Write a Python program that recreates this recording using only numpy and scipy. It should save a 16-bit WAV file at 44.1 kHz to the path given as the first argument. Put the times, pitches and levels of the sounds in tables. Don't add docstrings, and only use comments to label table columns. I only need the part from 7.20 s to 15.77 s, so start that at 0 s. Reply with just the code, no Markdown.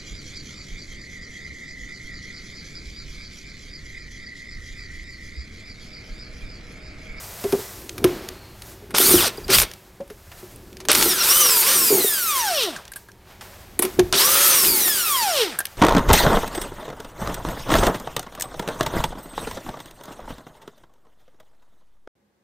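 import sys
import numpy as np
from scipy import signal
from scipy.fft import rfft, irfft, next_fast_len
from scipy.io import wavfile
from scipy.ndimage import uniform_filter1d

SR = 44100
rng = np.random.default_rng(int(sys.argv[2]) if len(sys.argv) > 2 else 0)


def ratio_of_db(decibels):
    return 10 ** (np.asarray(decibels, float) / 20)


def persist_wave(psi):
    counts = np.round(np.clip(psi, -1, 1) * 32767).astype(np.int16)
    wavfile.write(sys.argv[1], SR, np.atleast_2d(counts).T)


N = 377937
T = np.arange(N) / SR

# press and release in seconds, pole rate it climbs towards in Hz,
# friction while coasting in Hz per s, time the friction takes to bite in seconds.
PULLS = [
    (1.746, 1.872, 2730, 10750, .09),
    (2.278, 2.352, 2410, 15000, .01),
    (3.695, 3.802, 2940, 3676, .001),
    (4.024, 4.203, 3266, 2384, .001),
    (4.427, 4.529, 3285, 2016, .001),
    (6.932, 7.273, 3377, 2040, .001),
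]


def unit(x):
    return x / np.sqrt(np.mean(x ** 2))


def coloured(points, x=None):
    hz, db = np.transpose(points)
    size = next_fast_len(N)
    f = np.maximum(np.arange(size // 2 + 1) * SR / size, 1)
    gain = ratio_of_db(np.interp(np.log(f), np.log(hz), db, left=-90, right=-90))
    source = rng.standard_normal(N) if x is None else x
    return unit(irfft(rfft(source, size) * gain, size)[:N])


def walk(rate):
    k = int(SR / rate)
    held = np.repeat(rng.standard_normal(N // k + 1), k)
    return 1.6 * uniform_filter1d(held, k)[:N]


def ring(x, hz, t60):
    r = np.exp(-np.log(1000) / (t60 * SR))
    w = 2 * np.pi * hz / SR
    return signal.lfilter([0, np.sin(w)], [1, -2 * r * np.cos(w), r * r], x)


def band(x, lo_hz, hi_hz):
    return signal.sosfilt(signal.butter(2, [lo_hz, hi_hz], "bandpass", fs=SR, output="sos"), x)


def add(out, s, x, db):
    i = int(s * SR)
    x = x[:N - i]
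    out[i:i + len(x)] += ratio_of_db(db) * x / np.abs(x).max()


def swells(s, db, rise, fall, floor_db):
    power = ratio_of_db(floor_db) ** 2
    for at, top, up, down in np.broadcast(s, db, rise, fall):
        below_top = np.where(T < at, up * (at - T), down * (T - at))
        power = power + ratio_of_db(top - below_top) ** 2
    return 10 * np.log10(power)


def rotor():
    quick_s, slow_s, quick_share = .047, .167, .778
    oil_drag_per_s, air_drag_per_hz_s = .274, 1.3524e-4
    lead_s, settle_s = 0.0058, 0.027
    pressed, released, top, friction, bite = np.transpose(PULLS)
    dt = .001
    steps = np.arange(0, T[-1], dt)
    hz, now, start = np.zeros(len(steps)), 0., 0.
    for i, (s, k) in enumerate(zip(steps, np.searchsorted(pressed, steps) - 1)):
        if k >= 0 and s <= released[k]:
            held = s - pressed[k]
            lag = quick_share * np.exp(-held / quick_s) + (1 - quick_share) * np.exp(-held / slow_s)
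            now = top[k] - (top[k] - start) * lag
        else:
            grip = min(abs(s - released[k]) / bite[k], 1)
            slowing = friction[k] + oil_drag_per_s * now + air_drag_per_hz_s * now ** 2
            start = now = max(now - dt * grip * slowing, 0)
        hz[i] = now
    pull = np.maximum(np.searchsorted(pressed - lead_s, T) - 1, 0)
    drive = (T > pressed[0] - lead_s) * np.exp(-np.maximum(T - released[pull], 0) / settle_s)
    return np.interp(T, steps, hz), pull, drive


def pole_lines(hz, turn, on, fan_db, smear_db):
    # multiple of the pole rate, level in dB.
    order_levels = [(2, 2), (3, 1), (4, 0), (6, 2), (10, 4), (14, 2), (20, -5), (30, -12)]
    # resonance in Hz, width in Hz, boost in dB.
    housing = [(700, 300, 9), (1400, 700, 5), (3500, 1200, 3), (5500, 1200, 5), (9000, 1500, 6),
               (12800, 3000, 7)]
    orders, order_db = np.transpose(order_levels)
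    lines = np.zeros(N)
    for k in range(2, 31):
        f = k * hz[on]
        boost = sum(db / (1 + (2 * (f - centre) / width) ** 2) for centre, width, db in housing)
        db = np.interp(k, orders, order_db) + boost + 3.3 * walk(40)[on] - 12 - smear_db[on]
        db += np.clip((f - 5500) / 2500, 0, 1) * fan_db[on]
        lines[on] += (f < 16000) * ratio_of_db(db) * np.sin(2 * np.pi * (k * turn[on] + rng.random()))
    return lines


def first_line(hz, turn, smear_db):
    # pole rate in Hz, level in dB.
    line_levels = [(60, -70), (150, -52), (280, -35), (450, -23), (850, -25), (1200, -28), (1600, -34),
                   (2100, -38), (3200, -38)]
    db = np.interp(hz, *np.transpose(line_levels)) + 3.5 + 1.5 * walk(30) - 2 * smear_db
    return ratio_of_db(db) * np.sin(2 * np.pi * turn)


def gearbox_grind(hz, turn, grind_db):
    # pole rate in Hz, level over the gears in dB.
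    grind_levels = [(250, -12), (400, 2), (560, 3), (700, -8), (1000, -25)]
    jolts = np.exp(-(turn % 1) / 0.16) * (1 + 0.44 * rng.standard_normal(N))
    grit = unit(band(band(jolts, 2700, 4600), 2700, 4600))
    return ratio_of_db(np.interp(hz, *np.transpose(grind_levels)) + grind_db) * grit


def nut_chatter(drag_db):
    # mode in Hz, level in dB, t60 in seconds.
    chatter_modes = [(1404, -1, 0.014), (3540, -1, 0.0037), (4920, -4, .008)]
    taps_per_s = 210
    taps = (rng.random(N) < taps_per_s / SR) * rng.standard_normal(N)
    rattle = unit(sum(ratio_of_db(db) * unit(ring(taps, f, t60)) for f, db, t60 in chatter_modes))
    return ratio_of_db(-11 + drag_db) * rattle


def motor(hz, pull, drive):
    strain = [
        (-20.5, 4.5, 2.5, -5.5, -30),
        (-11, -0.5, 4, -47, -33),
        (-21.5, 3, -4.4, 4.5, -11),
        (-19, 1, -1.4, -2, 14.3),
        (-18.5, -2.25, -2.9, -2, 1.2),
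        (-16.5, -0.5, -2.4, -6.5, 0.5),
    ]
    # pole rate in Hz, level in dB.
    coast_gears = [(40, -53), (200, -39.5), (340, -33.5), (450, -23), (650, -27), (1000, -25.5),
                   (1500, -28), (2300, -24), (3200, -18)]
    # pole rate in Hz, level in dB.
    fan_speed = [(40, -67), (340, -47), (450, -35.5), (700, -36.5), (1000, -32), (1500, -29.5),
                 (1900, -25.5), (2400, -23.5), (3200, -22)]
    # pole rate in Hz, level over the gears in dB.
    coast_lines = [(300, -3), (500, -5), (800, 0), (1300, 4), (2200, 5), (3000, 5)]
    # multiple of the pole rate, level over the gears in dB.
    undertones = [(.4, -12), (.175, -15.5)]
    # frequency in Hz, density in dB per Hz.
    gear_tone = [(88, -50), (150, -10.5), (330, -10), (381, 4), (427, -10.5), (570, -1), (638, -11.5),
                 (1210, -2), (1730, -1.5), (5500, -0.5), (7000, -7.5), (9100, -0.5), (15400, -62)]
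    # frequency in Hz, density in dB per Hz.
    fan_tone = [(3820, -20.5), (6500, -11), (7900, -9), (8900, -5), (10400, -6.5), (12000, -4),
                (14300, -3.5), (16000, -18.5)]
    squeeze_s, hiss_db, lines_driven_db = .02, 1.22, 4

    gate = uniform_filter1d(1. * ((hz > 30) | (drive == 1)), size=200)
    on = gate > 0
    hz = uniform_filter1d(hz, size=500)
    turn = np.cumsum(hz) / SR
    driven_db, drag_db, fan_db, start_db, grind_db = np.array(strain)[pull].T
    since_press = np.maximum(T - np.array(PULLS)[pull, 0], 0)
    start_db = start_db * np.exp(-since_press / squeeze_s)
    coast_db = np.interp(hz, *np.transpose(coast_gears)) + drag_db
    gear_db = uniform_filter1d(drive * driven_db + (1 - drive) * coast_db, size=300)
    fan_db = uniform_filter1d(fan_db, size=300) + np.interp(hz, *np.transpose(fan_speed)) - gear_db
    upper_db = drive * lines_driven_db + (1 - drive) * np.interp(hz, *np.transpose(coast_lines))
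    upper_db = np.clip(upper_db - .4 * np.clip(drag_db, 0, 12), -6, 8)
    smear_db = np.clip(np.abs(np.gradient(hz)) * 11, 0, 7)

    lines = pole_lines(hz, turn, on, fan_db, smear_db)
    first = first_line(hz, turn, smear_db)
    near_top = np.clip(hz / 2400, 0, 1) ** 3
    under = sum(ratio_of_db(db + 2 * walk(20)) * near_top * np.sin(2 * np.pi * k * turn) for k, db in undertones)
    wobble = 2 * np.pi * undertones[1][0] * turn
    beat = 1 + 0.033 * np.sin(wobble)
    lines *= 1 + .4 * np.sin(wobble + walk(30))
    grain = rng.standard_normal((2, N)) * ratio_of_db(1.2 * rng.exponential(size=(2, N)))
    gears = coloured(gear_tone, grain[0]) * beat * ratio_of_db(hiss_db * walk(45) - 2.5)
    fan = coloured(fan_tone, grain[1]) * beat * ratio_of_db(fan_db + hiss_db * walk(45) + 7.0)
    grind = gearbox_grind(hz, turn, grind_db)
    strained = ratio_of_db(upper_db) * lines + under + gears + fan + grind + nut_chatter(drag_db)
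    return gate * (first + ratio_of_db(gear_db + start_db) * strained)


def clicks():
    # time in seconds, peak in dB, top over middle in dB (so too the next four).
    ticks = [(0.6933, -18.5, -35), (1.0876, -14.5, -8), (1.4207, -24.5, -6), (2.173, -33, 2),
             (2.281, -19, -10), (2.5144, -24.5, -9), (2.5361, -24.5, -5), (3.529, -34, -15),
             (3.5693, -26.5, -17), (5.6531, -29, -11), (5.679, -28.5, -21), (5.7357, -27, -9),
             (5.917, -38, -13), (2.878, -42, 1), (3.36, -42, 12), (8.468, -25.5, -7), (8.454, -13.5, 1)]
    blows = [(1.7832, 0.5, 2.5), (1.9157, -13, -1), (2.385, 4, -8), (2.3999, -1, -8), (2.417, -2.5, 0),
             (2.4224, -5, 3.5), (3.686, 1, -15), (3.7156, 4, 0), (3.73, -10, 8), (3.75, -1, -19),
             (3.754, 0.1, -3), (3.8115, -6, -14), (3.8257, -2, -20), (3.8402, -15, -40),
             (6.9262, -0.5, -15), (7.449, -6, -17)]
    clanks = [(0.2394, -22, -3.5), (0.3236, -17.5, -0.5), (0.7801, -22, -4), (0.842, -7, 0),
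              (1.7478, -10.5, -27), (3.6518, -25, -4), (5.7184, -29, 5), (6.5914, -14, 12),
              (6.6503, -17, 4), (6.7933, -5.5, -10), (7.6793, -14, -9), (8.3885, -14.5, 8),
              (8.4039, -15.5, -0.5)]
    clunks = [(1.7065, -35.5, 3.5), (2.8044, -42, -19), (2.9008, -35, -5), (3.1166, -37.5, -8),
              (5.5625, -25.5, -39), (5.8855, -40, -3), (8.3524, -47, 9)]
    scrapes = [(2.3016, -12, 0), (3.6022, -30, -14), (5.7594, -29, 6), (6.2102, -28, -27),
               (6.623, -12.5, 10)]
    # events, clank near 1.6 kHz in dB, t60 in seconds.
    kinds = [(ticks, -18, 0.016), (blows, -9.5, 0.014), (clanks, -1.5, 0.038), (clunks, 3.8, 0.06),
             (scrapes, 0.088, 0.07)]
    # frequency in Hz, level in dB, t60 in seconds.
    socket = [(1612, -4, 0.024), (3094, 4.5, 0.14), (3610, 20, 0.029), (9160, 29.5, 0.012)]
    loose_spans = [(5.5, 6.0), (8.3, 8.6)]
    # time in seconds, peak in dB, pitch in Hz.
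    chirps = [
        (2.172, -33.5, 4830),
        (2.2393, -32.5, 4800),
    ]
    out = np.zeros(N)
    hits = [(*row, clank_db, t60) for rows, clank_db, t60 in kinds for row in rows]
    chance = rng.standard_normal((len(hits), 5000))
    clank_hz, _, clank_t60 = socket[0]
    for (s, db, top_db, clank_db, t60), noise in zip(hits, chance):
        crack = noise * np.exp(-np.log(1000) * T[:5000] / t60)
        add(out, s, band(crack, 1750, 7650), db)
        add(out, s, band(crack, 7730, 12050), db + top_db)
        clank = band(crack, 590, 2920)
        if any(a < s < b for a, b in loose_spans):
            clank = clank + 0.54 * ring(crack, clank_hz, clank_t60)
        add(out, s, clank, db + clank_db)
        add(out, s, sum(ratio_of_db(d) * ring(crack, f, t) for f, d, t in socket[1:]), db - 17.5)
    for s, db, hz in chirps:
        add(out, s, np.hanning(700) * np.sin(2 * np.pi * hz * T[:700]), db)
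    return out


def knocks():
    # time in seconds, peak in dB, pitch in Hz, contact in seconds.
    thump_hits = [(0.241, -14.5, 400, 0.025), (0.328, -6.5, 389, 0.025), (0.39, -22.5, 420, 0.0027),
                  (0.782, -44, 380, 0.014), (0.843, -1, 371, 0.013), (0.889, -19, 342, 0.022),
                  (1.619, -36, 416, 0.027), (1.797, -12, 380, 0.017), (1.938, -4.5, 356, 0.012),
                  (2.179, -23, 406, 0.008), (2.289, -13.5, 380, 0.03), (2.802, -23, 556, 0.021),
                  (2.904, -31, 420, 0.013), (3.228, -32.5, 374, 0.014), (3.695, -16.5, 602, 0.016),
                  (3.856, -12.5, 357, 0.0089), (4.704, -10.5, 416, 0.02), (4.723, -10, 389.3, 0.051),
                  (4.77, -16.5, 366, 0.026), (4.8, -18, 382, 0.015), (4.841, -12.5, 403, 0.0087),
                  (6.595, -10.5, 360, 0.0051), (6.637, -16.5, 377, 0.046), (6.789, -3, 366, 0.017),
                  (6.938, -17, 393, 0.054)]
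    # frequency in Hz, level in dB, t60 in seconds.
    thump_modes = [(300, -6.5, 0.094), (439.4, -3.5, 0.047), (503, -3, 0.021), (667, -7, 0.045)]
    thump_t60_s = 0.052
    out = np.zeros(N)
    chance = rng.standard_normal((len(thump_hits), 3000))
    for (s, db, hz, contact), rough in zip(thump_hits, chance):
        hold = np.exp(-(T[:3000] / np.clip(contact, .002, .04)) ** 3)
        push = np.zeros(9000)
        push[:3000] = hold * (np.cos(2 * np.pi * hz * T[:3000]) + 5 * rough)
        x = ring(push, hz, thump_t60_s) + sum(ratio_of_db(d) * ring(push, f, t) for f, d, t in thump_modes)
        add(out, s, band(x, 140, 4400), db)
    return out


def surroundings(running):
    # time in seconds, rumble in dB, wheel hum in dB.
    bumps = [
        (0.88, -33, -28.5),
        (1.962, -29.5, -25),
        (2.36, -24.5, -43),
        (3.822, -35, -29.5),
        (3.4, -52, -44.5),
        (4.63, -61, -35.5),
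        (5.7, -53, -71),
        (6.83, -30, -33.5),
        (7.5, -42, -29),
    ]
    # loudest moment in seconds, level in dB, top over middle in dB,
    # rise and fall in dB per s.
    rustle = [(0.41, -40.5, 3.5, 10, 40), (0.86, -35.5, -7.5, 500, 38.5), (1.5, -48, 3, 80, 116),
              (2.1, -43.5, -2.5, 200, 25), (2.44, -49.5, 0.5, 198, 65), (2.93, -61, 5, 200, 66),
              (3.2, -50, 1, 52, 31), (5.55, -44, -11, 231, 57), (5.77, -59, 8.5, 512, 95),
              (6.11, -48, -8, 143, 104), (6.22, -45.5, -3.5, 889, 22), (6.619, -35.5, -1, 900, 82),
              (6.8, -50, 0, 300, 7), (8.3, -45.5, -15, 200, 22), (8.45, -60.5, 9.5, 200, 19)]
    # frequency in Hz, density in dB per Hz.
    rumble_tone = [(12, -40), (20, -0.5), (62, 1.5), (108, 1), (155, -7.5), (195, -4.5), (260, -17),
                   (340, -15), (570, -120)]
    # frequency in Hz, density in dB per Hz.
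    cloth_tone = [(350, 4), (600, 5), (1030, 0.5), (1570, -1), (1980, -2), (2910, -5.5), (5950, -8),
                  (10300, -9.5), (13600, 1.5), (16000, 3)]
    floor_rumble_db, floor_hum_db, floor_cloth_db, cloth_top_db = -45.5, -53, -54, -6.5
    duck_db, recover_s = -9, 0.74

    since = T - np.maximum.accumulate(np.where(running, T, -np.inf))
    ducked_db = uniform_filter1d(duck_db * np.exp(-since / recover_s), size=2000)
    s, rumble_db, hum_db = np.transpose(bumps)
    rumble_db = swells(s, rumble_db, 124, 152, floor_rumble_db + ducked_db)
    hum_db = swells(s, hum_db, 79.5, 66.5, floor_hum_db + ducked_db)
    s, db, top_db, rise, fall = np.transpose(rustle)
    cloth_db = swells(s, db, rise, fall, floor_cloth_db + ducked_db)
    top_db = swells(s, db + top_db, rise, fall, floor_cloth_db + cloth_top_db + ducked_db) - cloth_db

    rumble = ratio_of_db(rumble_db + 0.43 * walk(29)) * coloured(rumble_tone)
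    noise = rng.standard_normal(N)
    cavity = unit(unit(ring(noise, 376.4, 0.053)) + 0.69 * unit(band(noise, 154, 450)))
    hum = ratio_of_db(hum_db + 2 * walk(14)) * cavity
    grain = rng.standard_normal(N) * ratio_of_db(1.3 * rng.exponential(size=N))
    cloth = coloured(cloth_tone, grain)
    middle = unit(band(cloth, 470, 4900))
    top = unit(band(cloth[::-1], 4250, 11700))
    return rumble + hum + ratio_of_db(cloth_db + 0.5 * walk(33)) * (middle + ratio_of_db(top_db + 0.27 * walk(9)) * top)


def far_whines():
    # start and end in seconds, centre in Hz, width in Hz, level in dB.
    machines = [
        (0, 0.553, 1980, 120, -57),
        (0.88, 1.36, 4300, 300, -58),
        (5.78, 6.007, 934, 40, -63),
    ]
    out = np.zeros(N)
    for start, end, hz, width, db in machines:
        fade = uniform_filter1d(1. * (T >= start) * (T < end), size=4000)
        out += ratio_of_db(db) * fade * unit(band(rng.standard_normal(N), hz - width / 2, hz + width / 2))
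    return out


def shed_tail(near):
    t60_s, level_db = 0.34, -14
    tail = rng.standard_normal(SR) * np.exp(-np.log(1000) * T[:SR] / t60_s)
    tail /= np.sqrt(np.sum(tail ** 2))
    return ratio_of_db(level_db) * signal.fftconvolve(band(near, 156, 4000), tail)[:N]


def width_trace(mid):
    t60_s, level_db = 0.031, -27
    scatter = unit(rng.standard_normal(4000) * np.exp(-np.log(1000) * T[:4000] / t60_s)) / np.sqrt(4000)
    bright = band(mid, 1400, 15000) + 0.28 * band(mid, 1700, 4500)
    return ratio_of_db(level_db + 0.74 * walk(20)) * signal.fftconvolve(bright, scatter)[:N]


def scene():
    hz, pull, drive = rotor()
    near = motor(hz, pull, drive) + knocks() + clicks()
    mid = near + shed_tail(near) + surroundings(hz > 0) + far_whines()
    side = width_trace(mid)
    return np.array([mid + side, mid - side])


def top_cut(x):
    return signal.sosfilt(signal.butter(12, 16830, fs=SR, output="sos"), x)


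def record(dry):
    rounded = .9 * np.tanh(dry / .9)
    cut = signal.sosfilt(signal.ellip(8, .2, 60, 15900, fs=SR, output="sos"), rounded)
    return top_cut(cut)


dry = scene()
out = record(dry)
persist_wave(out)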